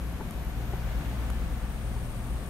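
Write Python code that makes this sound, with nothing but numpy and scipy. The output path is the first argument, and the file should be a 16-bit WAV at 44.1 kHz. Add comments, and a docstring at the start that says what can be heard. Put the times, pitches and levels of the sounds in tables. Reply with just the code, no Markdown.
"""On a workbench, a power supply's cooling fan runs close to a hand-held phone that drifts past it.
Motor hum, rotor throb and weaker low fan tones are wavering sines that beat under the rush of air, shaped noise.
Narrow noise bands make the ringing of the metal case and a thin hiss that changes colour.
The hand adds a few soft knocks of short decaying modes, one dull thud and two tiny noise ticks."""
import sys
import numpy as np
from scipy import signal
from scipy.fft import rfft, irfft, next_fast_len
from scipy.io import wavfile

SR = 44100
rng = np.random.default_rng(int(sys.argv[2]) if len(sys.argv) > 2 else 0)


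def unload_wav(signal):
    """Save mono or channel-first audio to the path in sys.argv[1] as 16-bit WAV at rate SR, clipped to [-1, 1]."""
    wavfile.write(
        sys.argv[1],
        SR,
        np.round(np.clip(np.atleast_2d(signal).T, -1, 1) * 32767).astype(np.int16),
    )


N = 110161

# left-right balance of the air stream and of the tones: hz, left_minus_right_db
BALANCE = [(30, 2.8), (120, 1.9), (300, 1.1), (500, 3), (750, 4.1), (1200, 6.4), (1800, 2), (2500, .4),
           (6000, 1.4), (14000, 1.6)]
# nearness of the phone to the air stream: time_s, gain_db (full strength only around NEAR_HZ, half for the case)
NEARNESS = [(0, -0.8), (.55, -0.2), (.8, 1.5), (1.0, 3), (1.3, 1.86), (1.55, 0), (2.1, -1), (2.5, -0.8)]


def undb(db):
    """Decibels to gain."""
    return 10 ** (np.asarray(db) / 20)


def curve(rows, axis=1):
    """One column of a time table, at every sample."""
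    rows = np.array(rows)
    return np.interp(np.arange(N) / SR, rows[:, 0], rows[:, axis])


def at(points, hz):
    """Read a spectrum on a log-frequency axis."""
    points = np.array(points)
    return np.interp(np.log(hz + 1), np.log(points[:, 0] + 1), points[:, 1])


def pan(db):
    """Left and right gains for a level difference, left above right."""
    return undb(np.array([[db], [-db]]) / 2)


def unit(x):
    """Scale to rms 1."""
    return x / np.sqrt(np.mean(x ** 2))


def noise(shape):
    """Noise whose amplitude per root Hz is shape(Hz)."""
    size = next_fast_len(N, real=True)
    hz = np.arange(size // 2 + 1) * SR / size
    spectrum = rfft(rng.standard_normal(size)) * shape(hz)
    return irfft(spectrum, size)[:N] * np.sqrt(SR / 2)


def resonance(hz, width):
    """Noise in one steep-sided resonance, rms 1; width in Hz is roughly between its half-power points."""
    return unit(noise(lambda f: 1 / (1 + ((f - hz) / (.75 * width)) ** 2)))


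def walk(rate):
    """Smooth chance with spread 1, its motion mostly slower than rate (Hz)."""
    return unit(noise(lambda f: 1 / (1 + (f / rate) ** 4)))


def tone(hz):
    """A sine of rms 1 whose pitch drifts a little."""
    drift_hz = 0.27 * walk(1.07)
    turns = rng.random() + np.cumsum(hz + drift_hz) / SR
    return np.sqrt(2) * np.sin(2 * np.pi * turns)


def hum():
    """Motor hum with its octave, the rotor's throb, and weaker tones that beat against them."""
    # motor hum before trim: time_s, fundamental_db, second_harmonic_db
    motor_levels = [(0, -34, -69), (.12, -32, -53), (.25, -67, -56), (.39, -31.5, -60), (.52, -36, -47),
                    (.66, -34, -40), (.9, -33.5, -39), (1.0, -33.5, -51), (1.13, -31, -38.5),
                    (1.33, -29, -45), (1.42, -33, -48.5), (1.66, -33.5, -54), (1.82, -38.5, -41),
                    (1.95, -32.5, -40.5), (2.2, -53, -40.5), (2.33, -30, -45), (2.5, -46.5, -48)]
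    # throb of the rotor: time_s, turning_rate_db, fourth_multiple_db
    rotor_levels = [(0, -52, -52), (.25, -46, -52), (.5, -34.5, -49), (.7, -40.5, -50), (.87, -34.5, -54),
                    (1.2, -45, -60), (1.36, -34, -54), (1.49, -34, -53), (1.65, -39, -57),
                    (2.35, -37.5, -62), (2.5, -40, -66)]
    # weaker steady low tones of the fan (motor harmonics, blade pass and others):
    # pitch_hz, level_db (before wavering)
    fan_tones = [(51.0, -43.5), (75.4, -48.5), (99.8, -53.5), (144.5, -52.5), (178.0, -55.5),
                 (216.0, -56.5), (237.5, -57), (288.5, -63)]
    fundamental_hz, second_hz, rotor_hz = 59.94, 118.4, 41.77
    fundamental_trim_db, second_trim_db = -.8, 0.5
    hum_pan_db, waver_db = 2, 2.5

    out = tone(fundamental_hz) * undb(curve(motor_levels) + fundamental_trim_db) * pan(hum_pan_db)
    second_gain = undb(curve(motor_levels, axis=2) + second_trim_db)
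    out = out + tone(second_hz) * second_gain * pan(at(BALANCE, second_hz))
    out = out + tone(rotor_hz) * undb(curve(rotor_levels)) * pan(hum_pan_db)
    out = out + tone(4 * rotor_hz) * undb(curve(rotor_levels, axis=2))
    for hz, db in fan_tones:
        out = out + tone(hz) * undb(db + waver_db * walk(3.3)) * pan(at(BALANCE, hz))
    return out


def air():
    """Turbulence as noise in overlapping octave bands, each flickering and swelling with nearness."""
    # rush of air before trim and nearness: hz, level_db_per_hz
    air_spectrum = [(20, -60), (30, -59.5), (45, -63), (80, -61.5), (125, -63.5), (170, -63), (200, -64.3),
                    (270, -67.7), (330, -72.5), (450, -76), (720, -77), (1000, -80.5), (1700, -81.7),
                    (2600, -85.5), (4000, -91.3), (5200, -94.8), (6500, -94.7), (8200, -98), (9500, -96.5),
                    (10500, -100), (11600, -97.5), (13500, -98.5), (15500, -104)]
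    # gain of the highest treble, above sheen_hz: time_s, gain_db
    sheen = [(0, -5), (.5, -3), (.9, 2), (1.6, 4), (2.0, 1), (2.5, 1)]
    trim_db, flicker_db, flicker_hz = -0.5, .5, 65
    NEAR_HZ, near_octaves, sheen_hz = 1750, 2.1, 14000

    out = 0
    for centre in 2. ** np.arange(4, 15):
        def band(f):
            # cosine flanks one octave each way, so neighbouring bands add to constant power
            octaves = np.clip(np.log2((f + 1) / centre), -1, 1)
            return undb(at(air_spectrum, f)) * np.cos(np.pi / 2 * octaves)

        ears = air_pair(band)
        near = np.exp(-.5 * (np.log2(centre / NEAR_HZ) / near_octaves) ** 2)
        out = out + ears * undb(trim_db + near * curve(NEARNESS) + flicker_db * walk(flicker_hz))
    highpass = signal.butter(6, sheen_hz, "high", fs=SR, output="sos")
    top = signal.sosfiltfilt(highpass, out)
    return out + top * (undb(curve(sheen)) - 1)


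def air_pair(shape):
    """Left and right noise mixed from mid and side, with the likeness and balance of the air stream."""
    # correlation of left with right: hz, likeness (1 same, 0 unrelated)
    likeness = [(100, 0.93), (350, 0.94), (750, 0.54), (1200, 0.88), (2000, -0.03), (3500, -0.062),
                (12000, 0.35)]
    size = next_fast_len(N, real=True)
    hz = np.arange(size // 2 + 1) * SR / size
    mid, side = rfft(rng.standard_normal((2, size)))
    alike = np.clip(at(likeness, hz), -1, 1)
    sign = np.array([[1], [-1]])
    ears = mid * np.sqrt(1 + alike) + sign * side * np.sqrt(1 - alike)
    ears = ears * undb(sign * at(BALANCE, hz) / 2)
    return irfft(ears * shape(hz) * ripple(hz), size)[:, :N] * np.sqrt(SR) / 2


def ripple(hz):
    """Narrow random peaks and dips along frequency, fading out toward the bass and the treble."""
    spacing_hz, ripple_db = 70.93, 1
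    knots = np.arange(1200) * spacing_hz
    depth = hz / (hz + 1000) / np.hypot(1, hz / 7000)
    return undb(ripple_db * np.interp(hz, knots, rng.standard_normal(len(knots))) * depth)


def case():
    """The air stream rings the metal case: narrow noise resonances that follow nearness at half its dB."""
    # resonances: centre_hz, width_hz, level_db (before nearness), left_minus_right_db
    case_modes = [(511.4, 21.5, -61.5, 11.5), (713, 67, -59, 11), (893, 22, -69, 14.5),
                  (1150, 32, -68, 18.5), (1747, 15, -74, -4)]
    out = 0
    for hz, width, db, side_db in case_modes:
        out = out + resonance(hz, width) * undb(db) * pan(side_db)
    return out * undb(curve(NEARNESS) / 2)


def hiss():
    """Thin, slightly grainy bands of treble noise, unrelated left and right, that come and go."""
    # bands: centre_hz, width_hz, left_minus_right_db
    hiss_bands = [(7930, 460, 4), (9010, 660, 10.5), (11560, 2000, 3), (12000, 460, -3), (13350, 300, 4.5)]
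    # levels before flicker: time_s, then level_db of each band in turn
    hiss_levels = [(0, -85, -70, -60, -74, -72), (.25, -85, -68, -63, -65, -73),
                   (.45, -85, -69.5, -66, -59.5, -68), (.7, -87, -67.5, -78, -68, -61),
                   (.95, -82, -68, -86, -71, -61.5), (1.25, -73, -64.5, -76, -72, -64),
                   (1.7, -70, -63.5, -70, -80, -71), (1.95, -69, -61, -65, -80, -76),
                   (2.5, -66, -61.5, -62, -78, -76)]
    flicker_db, flicker_hz = 2, 140
    out = 0
    for k, (hz, width, side_db) in enumerate(hiss_bands):
        ears = np.array([resonance(hz, width), resonance(hz, width)])
        level_db = curve(hiss_levels, axis=k + 1) + flicker_db * walk(flicker_hz)
        out = out + ears * pan(side_db) * undb(level_db)
    return out


def knocks():
    """Soft knocks of the hand ring a few short modes, strongest near each knock's own centre."""
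    # knocks: start_s, level_db, centre_hz, pitch_ratio
    knock_list = [(0.2005, -37, 450, 1), (0.2087, -27, 700, 1), (.7343, -27, 560, .9),
                  (.7392, -33, 500, .9), (1.9625, -35, 850, 1.03)]
    # modes before the pitch ratio and tilt: pitch_hz, t60_s (time to fall 60 dB), relative_db
    knock_modes = [(192, 0.025, -7), (412, 0.036, 0), (640, 0.02, -5), (860, 0.028, -2.5),
                   (1330, 0.018, -9), (1950, 0.014, -14)]
    rise_s, tilt_db_per_octave, pan_db = .0005, 2, 5.5  # rise: softness of the contact
    t, out = np.arange(N) / SR, 0
    for start, db, centre_hz, pitch in knock_list:
        age = np.maximum(t - start, 0)
        for hz, t60, mode_db in knock_modes:
            envelope = (1 - np.exp(-age / rise_s)) * np.exp(-np.log(1000) * age / t60)
            gain = undb(db + mode_db - tilt_db_per_octave * abs(np.log2(hz / centre_hz)))
            ring = np.sin(2 * np.pi * hz * pitch * age)
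            out = out - ring * envelope * gain * pan(pan_db)
    return out


def thud():
    """A soft bump of the hand: one smooth push of pressure, equal in both ears."""
    centre_s, level_db, width_s = .2528, -28, .0014
    t = np.arange(N) / SR
    return -undb(level_db) * np.exp(-((t - centre_s) / width_s) ** 2)


def ticks():
    """Tiny plastic ticks: bright scrapes of noise lasting a few milliseconds."""
    # ticks: start_s, level_db (at the envelope's peak), left_minus_right_db, decay_s, lower_edge_hz
    tick_list = [(.3089, -39.5, 0.5, .0011, 4000), (1.3009, -37.5, -1.5, .0026, 900)]
    # colour before the lower edge and levelling: hz, relative_db_per_hz
    tick_colour = [(300, -4), (800, 3), (1150, 20), (1700, 2), (5000, -12.5), (7500, -2.5), (8300, -13),
                   (9100, -0.5), (10000, -9), (11000, -1.5), (12000, 4), (13200, -11), (15500, -20)]
    rise_s = 0.00048
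    t, out = np.arange(N) / SR, 0
    for start, db, side_db, decay, edge_hz in tick_list:
        age = np.maximum(t - start, 0)
        envelope = (1 - np.exp(-age / rise_s)) * np.exp(-age / decay)
        scrape = unit(noise(lambda f: undb(at(tick_colour, f)) * f ** 2 / (f ** 2 + edge_hz ** 2)))
        out = out + scrape * envelope / envelope.max() * undb(db) * pan(side_db)
    return out


def scene():
    """Fan and hand together."""
    return hum() + air() + case() + hiss() + knocks() + thud() + ticks()


def record(dry):
    """The phone's right microphone loses the deep bass sooner than the left; both cut the top steeply."""
    bass_edge_hz, top_hz = 31.6, 15700
    highpass = signal.butter(1, bass_edge_hz, "high", fs=SR, output="sos")
    right = signal.sosfilt(highpass, dry[1])
    lowpass = signal.ellip(12, .2, 80, top_hz, fs=SR, output="sos")
    return signal.sosfilt(lowpass, np.array([dry[0], right]))


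dry = scene()
out = record(dry)
unload_wav(out)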